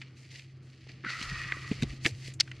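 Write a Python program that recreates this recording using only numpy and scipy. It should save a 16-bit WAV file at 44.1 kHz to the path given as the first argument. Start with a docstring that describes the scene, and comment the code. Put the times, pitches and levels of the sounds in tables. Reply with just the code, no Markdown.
"""Papers and a card folder at a desk

A person in a quiet room shuffles papers, slides a card folder, lifts it and taps it on the desk.
Rustle is noise plus many tiny slips; the slide is rubbing noise at steady and gliding pitches.
Snaps are clicks and crackles that ring briefly; thumps are short low pushes with a noisy body.
Underneath lie a low wavering hum, soft room noise and stirred air."""
import sys
import numpy as np
from scipy import signal
from scipy.fft import rfft, irfft
from scipy.io import wavfile

SR = 44100
rng = np.random.default_rng(int(sys.argv[2]) if len(sys.argv) > 2 else 0)


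def store_wav(level_fs):
    """Save 16-bit WAV to argv[1]."""
    pcm = np.round(np.clip(np.atleast_2d(level_fs), -1, 1) * 32767)
    wavfile.write(sys.argv[1], SR, pcm.T.astype(np.int16))


N = 114660   # length in samples, 2.6 s

# level of the hum over time: start_s, level_db
HUM_LEVEL = [(0, -50.5), (1.0, -51), (1.8, -44.5), (2.6, -46.5)]
# narrow noisy tones in the hum, levels relative to each other: pitch_hz, width_hz, level_db
HUM_TONES = [(131.1, 22.4, -5.5), (92.2, 22.7, -6), (326.2, 9.8, -11)]
# shape of the room noise, relative levels: frequency_hz, level_db (per Hz)
ROOM_COLOUR = [(94, -57), (160, 2.5), (200, -6), (243, -4), (416, -13.5), (995, -30), (1170, -20.5),
               (2590, -26.5), (3000, -25.5), (3900, -41), (6600, -120)]
# air stirred at the microphone: start_s, level_db
AIR_LEVEL = [(0, -83), (1.17, -65), (1.23, -51), (1.32, -42.5), (1.45, -50.5), (1.66, -64.5), (1.9, -43),
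             (2.1, -67), (2.6, -59)]
# the folder edge thumps the desk: start_s, peak_db, pitch_hz, swell_s
THUMP_EVENTS = [(0.866, -48, 334, 0.0028), (0.894, -50, 298, 0.0064), (1.038, -41, 316, 0.0046),
                (1.058, -37, 203, 0.0069), (1.211, -35.5, 200, 0.0041), (1.312, -33.5, 152, 0.012),
                (1.519, -45, 384, .004), (1.567, -40, 290, 0.0029), (1.7124, -18, 200, 0.0045),
                (1.823, -18.5, 180, 0.006), (1.8313, -20, 190, 0.0048), (1.933, -33.5, 175, 0.0034),
                (2.054, -21.5, 140, 0.003), (2.056, -30, 318, 0.0089), (2.105, -34.5, 102, 0.027),
                (2.283, -36.5, 280, 0.0011)]
# the folder slides: start_s, level_db, low_resonance_share_db
SLIDE_LEVEL = [(1.038, -46, -1), (1.06, -40, 4), (1.13, -33.5, -13), (1.18, -46.5, 2.5), (1.3, -46, 0),
               (1.385, -40, -8.5), (1.5, -43, -5.5), (1.8, -56, -2), (2.02, -69.5, -3)]
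# low, middle and top resonance heard in the slide: width_hz, level_db
SLIDE_RESONANCES = [(136, -2), (75.6, 0.5), (197, -7)]
# resonances glide as the contact moves: start_s, low_hz, middle_hz, top_resonance_share_db
SLIDE_GLIDE = [(1.049, 1528, 1880, -12), (1.12, 1341, 1975, -24), (1.301, 1303, 1900, -5),
               (1.4, 1200, 1880, -1.5), (1.6, 1202, 1948, -2.5)]
# paper and card snap: start_s, peak_db, pitch_hz, crackle_length_s, broad_colour_db
SNAP_EVENTS = [(0.0157, -32.5, 2100, 0.0075, -1), (0.396, -37, 2530, 0.00099, -12),
               (0.889, -42.5, 1950, 0.0086, -15), (1.048, -22.5, 1635, 0.0015, -40),
               (1.214, -25.5, 2550, 0.0019, 18), (1.226, -26, 4350, 0.007, -2),
               (1.5218, -16, 1830, 0.00099, -29), (1.713, -31.5, 2160, 0.011, -3.5),
               (1.8233, -25, 3600, 0.0018, 3), (1.832, -24.5, 4200, 0.0031, -2.5),
               (2.049, -18, 2600, 0.00096, 2), (2.054, -15, 2040, 0.0013, -14),
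               (2.059, -18.5, 1830, 0.0064, -11), (2.062, -7.5, 2410, 0.00082, 16),
               (2.338, -40.5, 7140, 0.0074, -4.5), (2.4006, -10.5, 5040, 0.002, 0.5),
               (2.4051, -8.5, 4470, 0.00085, -8.5), (2.408, -5, 4390, 0.00026, -10.5),
               (2.4094, -11.5, 5100, 0.0019, 3.5), (2.476, -38.5, 1690, 0.0054, -7),
               (2.515, -31, 1950, 0.0035, -7)]
# paper rustle over time: start_s, level_db, treble_level_db
RUSTLE_LEVEL = [(0, -64, -73.5), (.05, -64.5, -85), (.15, -71, -85), (.18, -62, -68), (.3, -63.5, -76.5),
                (.315, -56, -64.5), (.39, -53, -63.5), (.45, -65.5, -80), (.615, -75.5, -93),
                (.63, -72.5, -75.5), (.76, -67.5, -79), (.884, -63, -82), (.893, -52, -76), (.97, -67, -81),
                (1.035, -63.5, -86), (1.06, -54, -72), (1.105, -42, -57), (1.15, -48, -61),
                (1.25, -45, -57.5), (1.55, -52, -63), (1.81, -53, -65), (1.826, -48, -51.5),
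                (1.85, -58.5, -70.5), (1.93, -54, -63), (2.0, -65.5, -77.5), (2.03, -54.5, -63),
                (2.065, -45, -39), (2.13, -62.5, -70.5), (2.28, -51.5, -58), (2.315, -57.5, -69),
                (2.385, -99, -79), (2.398, -43.5, -102), (2.425, -62.5, -67.5), (2.6, -64.5, -79)]
# shape of the rustle noise, relative levels: frequency_hz, level_db (per Hz)
RUSTLE_COLOUR = [(900, -32), (1150, -34), (1900, -0.5), (2740, -2.5), (3610, -9), (4490, -3.5),
                 (5460, -11.5), (6200, -12.5), (14000, -39)]

ROOM_DB, ROOM_WAVER_DB = -62.5, 2.0   # room noise level at the start, before its waver
AIR_LOW_HZ, AIR_TOP_HZ = 39, 77.5
# the noisy body of a thump: level at 200 Hz, its rise with pitch, top edge as a multiple of the pitch
BODY_DB, BODY_DB_PER_OCTAVE, BODY_REACH = -15, 9.5, 1.76
SLIDE_TOP_HZ = 2470
GRAINS_PER_S, GRAIN_SPREAD_DB = 1500, 4.0
SNAP_Q, SNAP_RISE_S = 4.03, 0.00043   # Q: sharpness of the ring
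TAIL_DB, TAIL_T60_S = -14, 0.021   # T60: time to fall by 60 dB
HANDLING_DB, HANDLING_HZ = -16, 390   # dull rubbing, relative to the rustle level
WIDE_FROM_HZ, WIDE_DB = 5130, -5
ROOM_WIDE_HZ, ROOM_WIDE_DB = 577, -15
CUTOFF_HZ = 14100


def amp(db):
    """Turn decibels into a multiplier."""
    return 10 ** (np.asarray(db) / 20)


def rms_one(x):
    """Scale a sound to an average strength (rms) of 1."""
    return x / np.sqrt(np.mean(x ** 2) + 1e-20)


def in_time(rows, outside=None):
    """Draw straight lines between table rows, giving each column a value at every sample."""
    start_s, *columns = np.transpose(rows)
    now_s = np.arange(N) / SR
    return [np.interp(now_s, start_s, column, outside, outside) for column in columns]


def butter(x, hz, kind, order=2):
    """Keep the lows, the highs or a band with a smooth Butterworth filter."""
    return signal.sosfilt(signal.butter(order, hz, kind, fs=SR, output="sos"), x)


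def drift(rate_hz):
    """Wander randomly around zero with spread 1: smoothed noise, one point per 40 samples."""
    r = np.exp(-80 * np.pi * rate_hz / SR)
    noise = rng.standard_normal(N // 40 + 2002)
    slow = signal.lfilter([1], [1, -2 * r, r * r], noise)[2000:]   # drop the filter's start-up
    return np.interp(np.arange(N) / 40, np.arange(len(slow)), rms_one(slow))


def coloured(x, spectrum):
    """Shape noise by frequency, joining the table's points on a logarithmic pitch scale."""
    hz, db = np.transpose(spectrum)
    grid_hz = np.maximum(np.fft.rfftfreq(N, 1 / SR), 1)
    curve_db = np.interp(np.log(grid_hz), np.log(hz), db, -60, -60)
    return irfft(rfft(x) * amp(curve_db), N)


def resonances(x, table):
    """Ring several resonances side by side; every second one is flipped in sign."""
    out = 0
    for k, (hz, width_hz, db) in enumerate(table):
        r = np.exp(-np.pi * width_hz / SR)
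        feed = [(1 - r * r) / 2, 0, (r * r - 1) / 2]
        ring = [1, -2 * r * np.cos(2 * np.pi * hz / SR), r * r]
        out = out + (-1) ** k * amp(db) * signal.lfilter(feed, ring, x)
    return out


def grains():
    """Friction as dense tiny slips of uneven size on a bed of noise."""
    sizes = amp(GRAIN_SPREAD_DB * np.minimum(rng.exponential(1, N), 5))
    sizes = sizes * rng.choice([-1, 1], N)
    slips = sizes * (rng.random(N) < GRAINS_PER_S / SR)
    return rms_one(slips) + 1.14 * rng.standard_normal(N)


def add(out, start_s, burst):
    """Mix a burst in at its start time, cutting it at the end of the sound."""
    i = int(start_s * SR)
    out[..., i:i + burst.shape[-1]] += burst[..., :N - i]


def room_noise(level_db):
    """Shaped noise that follows the hum level and wavers on its own."""
    gain = amp(ROOM_DB + level_db - level_db[0] + ROOM_WAVER_DB * drift(5))
    return gain * rms_one(coloured(rng.standard_normal(N), ROOM_COLOUR))


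def hum():
    """A tone of wavering phase with narrow noisy tones, over room noise; also a second, unrelated room noise."""
    level_db, = in_time(HUM_LEVEL)
    noisy = rms_one(resonances(rng.standard_normal(N + SR), HUM_TONES)[SR:])
    steady = np.sin(2 * np.pi * HUM_TONES[0][0] * np.arange(N) / SR + 1.0 * drift(1.08))
    tone = rms_one(noisy + 2.92 * steady)
    return amp(level_db) * tone + room_noise(level_db), room_noise(level_db)


def air():
    """Stirred air at the microphone, as lumpy very low noise."""
    x = butter(rng.standard_normal(N + SR), AIR_TOP_HZ, "low", order=3)
    x = butter(x, AIR_LOW_HZ, "high")[SR:]
    return amp(in_time(AIR_LEVEL)[0]) * rms_one(x)


def thumps():
    """A soft low push on the desk that swells and dies, with a dull noisy body that lingers."""
    out, t = np.zeros(N), np.arange(int(.2 * SR)) / SR
    for start_s, peak_db, hz, swell_s in THUMP_EVENTS:
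        u = t / swell_s
        push = u ** 2 * np.exp(1 - u ** 2) * np.sin(2 * np.pi * hz * t)
        noise = butter(rng.standard_normal(len(t)), hz * BODY_REACH, "low", order=3)
        body = u * np.exp(1 - u) * rms_one(butter(noise, hz / 2, "high"))
        body_db = BODY_DB + BODY_DB_PER_OCTAVE * np.log2(hz / 200)
        add(out, start_s, amp(peak_db) * (amp(body_db) * body - push))
    return out


def slide():
    """Friction heard through three resonances, two gliding, each coming and going on its own."""
    level_db, low_db = in_time(SLIDE_LEVEL, -120)
    low_hz, middle_hz, top_db = in_time(SLIDE_GLIDE)
    pitches = [low_hz, middle_hz, np.full(N, SLIDE_TOP_HZ)]
    shares = [np.maximum(low_db, -20), 0, top_db]
    out = 0
    for (width_hz, own_db), hz, share_db in zip(SLIDE_RESONANCES, pitches, shares):
        rub = butter(grains() + 1j * grains(), width_hz / 2, "low", order=1)
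        # spinning the slow complex noise moves it up to the wanted pitch
        ringing = (rub * np.exp(2j * np.pi * np.cumsum(hz) / SR)).real
        out = out + amp(own_db + share_db + 2.36 * drift(34)) * ringing
    out = butter(out, [1080, 4500], "band", order=4)
    return amp(level_db) * rms_one(out)


def snaps():
    """A click and a dying crackle pass through a ring and a broad paper colour, with a faint tail.

    The second row has its own crackle and no click."""
    out, t = np.zeros((2, N)), np.arange(int(.12 * SR)) / SR
    broad_colour = [(2330, 930, 4.0), (4880, 4500, -1), (6400, 3000, -1)]   # pitch_hz, width_hz, level_db
    for start_s, peak_db, hz, length_s, broad_db in SNAP_EVENTS:
        fade = np.exp(-t / length_s) + amp(TAIL_DB - 60 * t / TAIL_T60_S)
        push = rng.standard_normal((2, len(t))) * (1 - np.exp(-t / SNAP_RISE_S)) * fade
        push[0, 4] += 5.0   # the click
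        ring = resonances(push, [(hz, 2 * hz / SNAP_Q, 0)])
        ring = resonances(ring, [(hz, hz / SNAP_Q, 6)])
        broad = butter(resonances(push, broad_colour), 530, "high")
        broad = butter(broad, 6400, "low", order=3)
        x = ring + amp(broad_db) * broad
        add(out, start_s, amp(peak_db) * x / np.abs(x[0]).max())
    return out


def rustle():
    """Paper friction with separate middle and treble levels, plus dull rubbing; and an unrelated twin."""
    mid_db, top_db = in_time(RUSTLE_LEVEL)
    out = []
    for _ in range(2):
        x = coloured(grains(), RUSTLE_COLOUR)
        body = butter(x, 5530, "low", order=4)
        top = butter(x, 6550, "high", order=4)
        body = body / np.std(butter(body, 2010, "high", order=4))   # level set by its part above 2010 Hz
        body = amp(mid_db + 1.81 * drift(26)) * body
        out.append(body + amp(top_db + 1.7 * drift(19.0)) * rms_one(top))
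    dull = butter(rng.standard_normal(N), [HANDLING_HZ / 2, HANDLING_HZ * 2], "band")
    return out[0] + amp(mid_db + HANDLING_DB) * rms_one(dull), out[1]


def scene():
    """Put every source in the centre; spread the treble and a little room noise wide."""
    paper, paper_twin = rustle()
    snap, snap_twin = snaps()
    floor, floor_twin = hum()
    mid = paper + snap + slide() + thumps() + air() + floor
    treble = butter(paper_twin + 0.23 * snap_twin, WIDE_FROM_HZ, "high", order=8)
    room_band_hz = [ROOM_WIDE_HZ / 1.21, ROOM_WIDE_HZ * 1.4]
    room = butter(floor_twin, room_band_hz, "band", order=3)
    side = amp(WIDE_DB) * treble + amp(ROOM_WIDE_DB) * room
    return np.array([mid + side, mid - side])   # left, right


def record(dry):
    """Cut off the highest treble with a steep filter."""
    return signal.sosfilt(signal.cheby2(12, 70, CUTOFF_HZ, fs=SR, output="sos"), dry)


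dry = scene()
out = record(dry)
store_wav(out)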